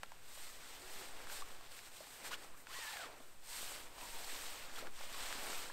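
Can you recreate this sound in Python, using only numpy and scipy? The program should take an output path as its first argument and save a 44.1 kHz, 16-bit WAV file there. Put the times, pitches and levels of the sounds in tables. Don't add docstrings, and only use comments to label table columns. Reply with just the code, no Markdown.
import sys
import numpy as np
from scipy import signal
from scipy.fft import rfft, irfft
from scipy.io import wavfile

SR = 44100
rng = np.random.default_rng(int(sys.argv[2]) if len(sys.argv) > 2 else 0)


def bounce(signal):
    frames = np.transpose(np.atleast_2d(signal))
    limited = np.clip(frames, -1, 1)
    pcm = np.round(limited * 32767).astype(np.int16)
    wavfile.write(sys.argv[1], SR, pcm)


def volts_from_decibels(level):
    exponent = np.asarray(level, float) / 20
    return 10 ** exponent


N = 252252


def rms_one(x):
    return x / np.sqrt(np.mean(x ** 2) + 1e-20)


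def in_time(rows):
    seconds, *columns = np.transpose(rows)
    return [np.interp(np.arange(N) / SR, seconds, column) for column in columns]


def coloured(x, points):
    hz = np.maximum(np.arange(N // 2 + 1) * SR / N, .1)
    at, db = np.transpose(points)
    return rfft(x) * volts_from_decibels(np.interp(np.log(hz), np.log(at), db))


def steady_noise(points):
    return rms_one(irfft(coloured(rng.standard_normal(N), points), N))


def drift(rate):
    r = np.exp(-80 * np.pi * rate / SR)
    noise = rng.standard_normal(N // 40 + 2002)
    slow = signal.lfilter([1], [1, -2 * r, r * r], noise)[2000:]
    return np.interp(np.arange(N) / 40, np.arange(len(slow)), rms_one(slow))


def ring(x, hz, t60):
    r, w = volts_from_decibels(-60 / (t60 * SR)), 2 * np.pi * hz / SR
    return signal.lfilter([0, np.sin(w)], [1, -2 * r * np.cos(w), r * r], x)


# frequency in Hz, level in dB per Hz.
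FOREST_COLOUR = [(15, -2), (30, -5.5), (60, -9.5), (110, -6.5), (170, -11.5), (400, -16), (1000, -14.5),
                 (3000, -17), (6500, -21), (8250, -15), (10600, -27), (12800, -20.5), (15700, -29)]


def forest_air():
    return volts_from_decibels(-65) * steady_noise(FOREST_COLOUR)


# time in seconds, level in dB.
PUMP_LEVEL = [
    (0, -54),
    (.7, -49),
    (1.45, -47),
    (1.95, -58),
    (2.3, -52),
    (3.2, -56),
    (4.0, -43),
    (4.75, -48),
    (5.3, -43),
    (5.72, -52),
]
# frequency in Hz, level in dB per Hz.
PUMP_COLOUR = [(.5, -26), (1.5, -1), (3, 3), (6, -6.5), (11, -16), (18, -19.5), (30, -30), (60, -37.5),
               (150, -63.5)]


def sheet_pump():
    return volts_from_decibels(in_time(PUMP_LEVEL)[0]) * steady_noise(PUMP_COLOUR)


def snap(noise, hz, t60, crack_db):
    t = np.arange(len(noise)) / SR
    t60 = np.clip(t60, .003, .04)
    burst = volts_from_decibels(-22) * noise * volts_from_decibels(-60 * t / (1.7 * t60))
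    burst[40] -= 1
    body = ring(burst, hz, t60)
    body -= volts_from_decibels(-3) * ring(burst, 1.7 * hz, .45 * t60)
    body -= volts_from_decibels(-11) * ring(burst, .62 * hz, t60)
    bright = signal.butter(1, [2200, 7500], "band", fs=SR, output="sos")
    crack = signal.sosfilt(bright, burst)
    return body / abs(body).max() + volts_from_decibels(crack_db) * crack / abs(crack).max()


def snaps(rows, crack_db):
    length = 4000
    out = np.zeros(N + length)
    for s, db, hz, t60 in rows:
        start = round(s * SR) - 40
        out[start:start + length] += volts_from_decibels(db) * snap(rng.standard_normal(length), hz, t60, crack_db)
    direct = out[:N]
    echo_s, echo_db = .0036, -10
    return direct + volts_from_decibels(echo_db) * np.roll(direct, round(echo_s * SR))


# start in seconds, peak in dB, ring in Hz, t60 in seconds.
CRACKS = [(.0321, -37.5, 2500, .005), (.0333, -35.5, 860, 0.0065), (.0332, -36, 2420, .007),
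          (.0368, -43.5, 1390, 0.015), (.1192, -42.5, 950, 0.017), (1.4218, -38.5, 1200, 0.023),
          (2.07, -50, 890, .012), (2.247, -47, 700, 0.011), (2.277, -50, 2220, .008),
          (2.32, -39, 1510, 0.014), (2.338, -39, 2570, .01), (2.3425, -36, 3100, 0.0071),
          (4.502, -68, 1900, 0.0016), (4.785, -40.5, 1360, .015), (4.79, -40.5, 4270, 0.016),
          (4.871, -38, 1380, 0.0063), (5.009, -41.5, 845, .0073)]


def crease_cracks():
    return snaps(CRACKS, crack_db=-2.5)


# start in seconds, peak in dB, ring in Hz, t60 in seconds.
POPS = [(.375, -50.5, 640, 0.027), (1.271, -40, 1110, .011), (1.299, -40, 1560, 0.016),
        (1.519, -53, 480, 0.019), (1.61, -47, 980, 0.012), (1.791, -38.5, 2360, 0.0044),
        (2.005, -46, 630, 0.037), (2.447, -45.5, 1310, 0.0075), (2.67, -40, 1490, 0.013),
        (2.789, -46, 514, 0.01), (2.97, -37.5, 1534, 0.0065), (3.202, -55, 296.2, .025),
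        (3.203, -49, 655, 0.018), (3.345, -64, 900, 0.011), (3.718, -42.5, 704, 0.019),
        (3.982, -44, 750, 0.0063), (4.012, -41, 2520, 0.012), (4.245, -36, 4500, .008),
        (4.76, -42, 3300, 0.021), (4.826, -43, 496, 0.0092), (4.838, -46, 650, 0.011),
        (4.848, -42, 610, 0.011), (5.012, -43, 1470, 0.017), (5.025, -46, 3280, 0.022),
        (5.037, -46, 600, 0.01), (5.21, -45, 1520, 0.01), (5.327, -29.5, 1950, 0.0028),
        (5.53, -38, 1450, .012), (5.699, -41, 1010, 0.025)]


def fold_pops():
    return snaps(POPS, crack_db=-3)


def whistle(rows, blur, steady):
    hz, *levels = in_time(rows)
    t = np.arange(N) / SR
    phase = 2 * np.pi * np.cumsum(hz * (1 + 0.01215 * drift(39.9))) / SR
    out = 0
    for k, db in enumerate(levels, 1):
        r = np.exp(-2 * np.pi * blur * k / SR)
        wobble = rms_one(signal.lfilter([1], [1, -2 * r, r ** 2], rng.standard_normal((2, N))))
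        tone = (steady + wobble[0]) * np.cos(k * phase) + wobble[1] * np.sin(k * phase)
        flutter_db = 1.0 * drift(39)
        out = out + volts_from_decibels(db + flutter_db) * rms_one(tone)
    return out * (t > rows[0][0]) * (t < rows[-1][0])


# time in seconds, thread rate in Hz, fundamental in dB, octave in dB.
SAG = [
    (.78, 326, -73, -86),
    (.83, 362.6, -66, -101),
    (.93, 398, -68.5, -84),
    (1.02, 377, -64.5, -85),
    (1.08, 355, -86, -85),
]
TUG = [
    (2.23, 910, -77, -82),
    (2.245, 959, -67, -57),
    (2.265, 1044, -58, -52),
    (2.28, 1160, -63, -62),
    (2.29, 1200, -85, -80),
]
ZIP = [
    (2.295, 950, -78.5, -85),
    (2.31, 1031, -52, -70),
    (2.319, 1090, -48, -66),
    (2.322, 1454, -54, -57),
    (2.335, 1505, -43, -55),
    (2.339, 1310, -46, -47),
    (2.343, 1620, -54, -37.5),
    (2.349, 1590, -68, -64),
    (2.36, 1600, -90, -90),
]
LEAD_IN = [
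    (2.5, 420, -90, -84),
    (2.54, 530, -80, -64),
    (2.57, 720, -82, -70),
    (2.605, 1010, -82, -66),
    (2.63, 1100, -90, -88),
]
SWIPE = [
    (2.68, 480, -88, -72),
    (2.70, 530, -80, -60),
    (2.76, 970, -68, -58),
    (2.82, 925, -64, -54),
    (2.865, 865, -66, -54.5),
    (2.945, 885, -68, -54.5),
    (3.02, 740, -68, -56),
    (3.06, 520, -68, -54),
    (3.11, 290, -78, -68),
]
SLACK = [
    (2.74, 943, -72, -90),
    (2.775, 1080, -55, -83),
    (2.82, 930, -65, -80),
    (2.9, 980, -58, -82),
    (2.97, 720, -60, -80),
    (3.03, 670, -57, -75),
    (3.1, 418, -65, -80),
    (3.14, 377, -77, -92),
]
SLIDE = [
    (3.96, 895, -71, -88),
    (4.04, 942, -55, -76),
    (4.11, 900, -70, -78),
    (4.185, 830, -58, -61),
    (4.3, 724, -64, -76),
    (4.4, 670, -88, -74),
]
FLAP = [
    (5.11, 1150, -78, -90),
    (5.14, 1076, -58, -80),
    (5.2, 1004, -63, -80),
    (5.25, 998, -59, -80),
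    (5.3, 1160, -75, -90),
]


def weave_whistles():
    swipes = whistle(SWIPE, blur=30, steady=1.7) + whistle(LEAD_IN, blur=45, steady=.9)
    swipes += whistle(SLACK, blur=70, steady=.2)
    tugs = whistle(ZIP, blur=120, steady=.8) + whistle(TUG, blur=250, steady=.1)
    slow = whistle(SAG, blur=30, steady=.4) + whistle(SLIDE, blur=110, steady=.1)
    return swipes + tugs + slow + whistle(FLAP, blur=60, steady=.3)


def slips(per_s, spread_db, clump_db):
    sizes = volts_from_decibels(spread_db * np.minimum(rng.exponential(1, N), 3)) * rng.choice([-1, 1], N)
    born = rng.random(N) < per_s * volts_from_decibels(clump_db * drift(25)) / SR
    return rms_one(sizes * born)


def crinkles(body_db):
    pops = slips(per_s=160, spread_db=5.0, clump_db=3.5)
    pitches, dealt = np.geomspace(260, 4600, 14), rng.integers(0, 14, N)
    rings = 0
    for k, hz in enumerate(pitches):
        rings = rings + ring(pops * (dealt == k), hz, 5.9 / hz ** 0.92) * hz ** 0.57
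    return volts_from_decibels(body_db - 11.5) * rms_one(rings)


# middle in seconds, half length in seconds, sheen in dB,
# heaviness in dB (how much more the low body sounds).
STROKES = [(0.112, 0.12, -77, 11), (0.415, 0.12, -57, -3), (0.715, 0.14, -61.5, 2),
           (0.973, 0.11, -56.5, -.5), (1.215, 0.061, -63, 3), (1.353, 0.056, -52.5, -2),
           (1.503, 0.059, -64, 1), (1.647, .05, -68, 4.5), (1.757, 0.051, -59.5, -1),
           (1.86, 0.032, -60, -0.5), (1.992, 0.068, -59.5, -2), (2.149, 0.08, -59.5, -3),
           (2.267, 0.024, -52.5, -3.5), (2.33, 0.019, -53.5, 4.5), (2.42, 0.056, -63, -4),
           (2.596, 0.03, -62.5, -21), (2.775, 0.066, -55.5, 3), (2.907, 0.093, -54, 2.5),
           (3.035, 0.035, -64, 12.5), (3.254, 0.073, -69, -7), (3.551, 0.075, -52, -4),
           (3.673, 0.12, -52, -3), (4.078, 0.1, -56, -2.6), (4.374, 0.19, -52.5, -1), (4.637, 0.11, -64, 6),
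           (4.777, 0.034, -56.5, 2.5), (5.018, 0.065, -58, 1.5), (5.122, 0.045, -59, 1.5),
           (5.255, 0.1, -52, 2), (5.51, 0.14, -51.5, 0.4)]
# time in seconds, level in dB.
WEIGHT = [(0.0, -76.5), (1.24, -61), (1.91, -72), (2.02, -67), (2.1, -71.5), (2.28, -60), (2.9, -78),
          (3.09, -60.5), (3.39, -76.5), (3.78, -62.5), (3.9, -66.5), (4.01, -64), (4.72, -64),
          (4.86, -57.5), (4.92, -69.5), (5.51, -55), (5.58, -61), (5.72, -61)]
STROKE_DB = [-20.5, 0, -1.4, -1]
HEAVY_SHARE = [0.15, 1.03, 0.62, 0]
WEIGHT_DB = [7, 4.5, -6.5, -9.5]


def effort():
    t = np.arange(0, N + 64, 64) / SR
    s, half, db, heavy = np.transpose(STROKES)[:, :, None]
    rise_share, fall_share = 0.87, 0.92
    away = np.abs(t - s) / (np.maximum(half, .01) * np.where(t < s, rise_share, fall_share))
    stroke_db = db - 3.5 * np.minimum(away, 8) ** 2.46
    weight_db = np.interp(t, *np.transpose(WEIGHT))
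    layers = []
    for layer_db, share, creep_db in zip(STROKE_DB, HEAVY_SHARE, WEIGHT_DB):
        strokes = np.sum(volts_from_decibels(stroke_db + layer_db + share * heavy) ** 2, axis=0)
        power = strokes + volts_from_decibels(weight_db + creep_db) ** 2
        layers.append(np.interp(np.arange(N) / SR, t, 10 * np.log10(power)))
    return np.array(layers)


# frequency in Hz, level in dB per Hz.
CLOTH_COLOUR = [(70, -20), (150, -13.5), (260, -6), (500, -2), (950, -1), (1750, -1.5), (4260, -3.5),
                (6500, -8.5), (8250, -3), (9400, -8.5), (10600, -16.5), (12800, -9), (14600, -16.5),
                (15700, -16)]


def cloth_drag():
    layers = effort()
    mean_db = 10 * np.log10(np.mean(volts_from_decibels(layers) ** 2, axis=1, keepdims=True))
    swing = layers - mean_db
    rub = rng.standard_normal(N) + volts_from_decibels(-7.5) * slips(per_s=1500, spread_db=3.0, clump_db=1.5)
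    spectrum = coloured(rub, CLOTH_COLOUR)
    hz = np.maximum(np.arange(N // 2 + 1) * SR / N, .1)
    together, out = drift(44), 0
    for centre in 100 * 2 ** np.arange(0, 8, .5):
        window = np.cos(np.pi / 2 * np.clip(np.log2(hz / centre) * 2, -1, 1)) ** 2
        place = np.interp(np.log(centre), np.log([330, 1300, 4100, 9500]), np.arange(4))
        low = min(int(place), 2)
        level_db = swing[low] + (place - low) * (swing[low + 1] - swing[low])
        flicker_db = .6 * together + .9 * drift(22)
        out = out + irfft(spectrum * window, N) * volts_from_decibels(level_db + flicker_db)
    return volts_from_decibels(-51.58) * rms_one(out) + crinkles(layers[1])


# frequency in Hz, level in dB re centre.
SIDE_SHARE = [(20, -42), (120, -28.5), (400, -26), (1500, -34), (6000, -26), (15000, -18)]
# middle in seconds, length in seconds,
# gain in dB.
WIDE = [(0.037, 0.022, 1), (0.413, 0.042, 10.5), (1.183, .06, 8.5), (1.47, 0.094, 7.5), (2.505, 0.052, 6),
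        (2.873, 0.059, 8), (3.15, 0.041, 5), (3.34, 0.12, 5), (3.81, 0.02, 10), (3.9, 0.017, 9),
        (4.696, 0.021, 9), (4.904, 0.049, 6), (5.703, 0.031, 3)]


def side_spread(centre):
    t = np.arange(N) / SR
    wide_db = sum(db * np.exp(-((t - s) / length) ** 4) for s, length, db in WIDE)
    return volts_from_decibels(wide_db) * np.roll(irfft(coloured(centre, SIDE_SHARE), N), 211)


def scene():
    centre = forest_air() + crease_cracks() + fold_pops() + weave_whistles() + cloth_drag()
    side = side_spread(centre)
    centre = centre + sheet_pump()
    return np.array([centre + side, centre - side])


def band_limit(x):
    return signal.sosfilt(signal.butter(12, 16620, fs=SR, output="sos"), x)


def record(dry):
    top_cut = signal.ellip(14, .3, 70, 15720, fs=SR, output="sos")
    mix = signal.sosfilt(top_cut, dry)
    return band_limit(mix)


dry = scene()
out = record(dry)
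bounce(out)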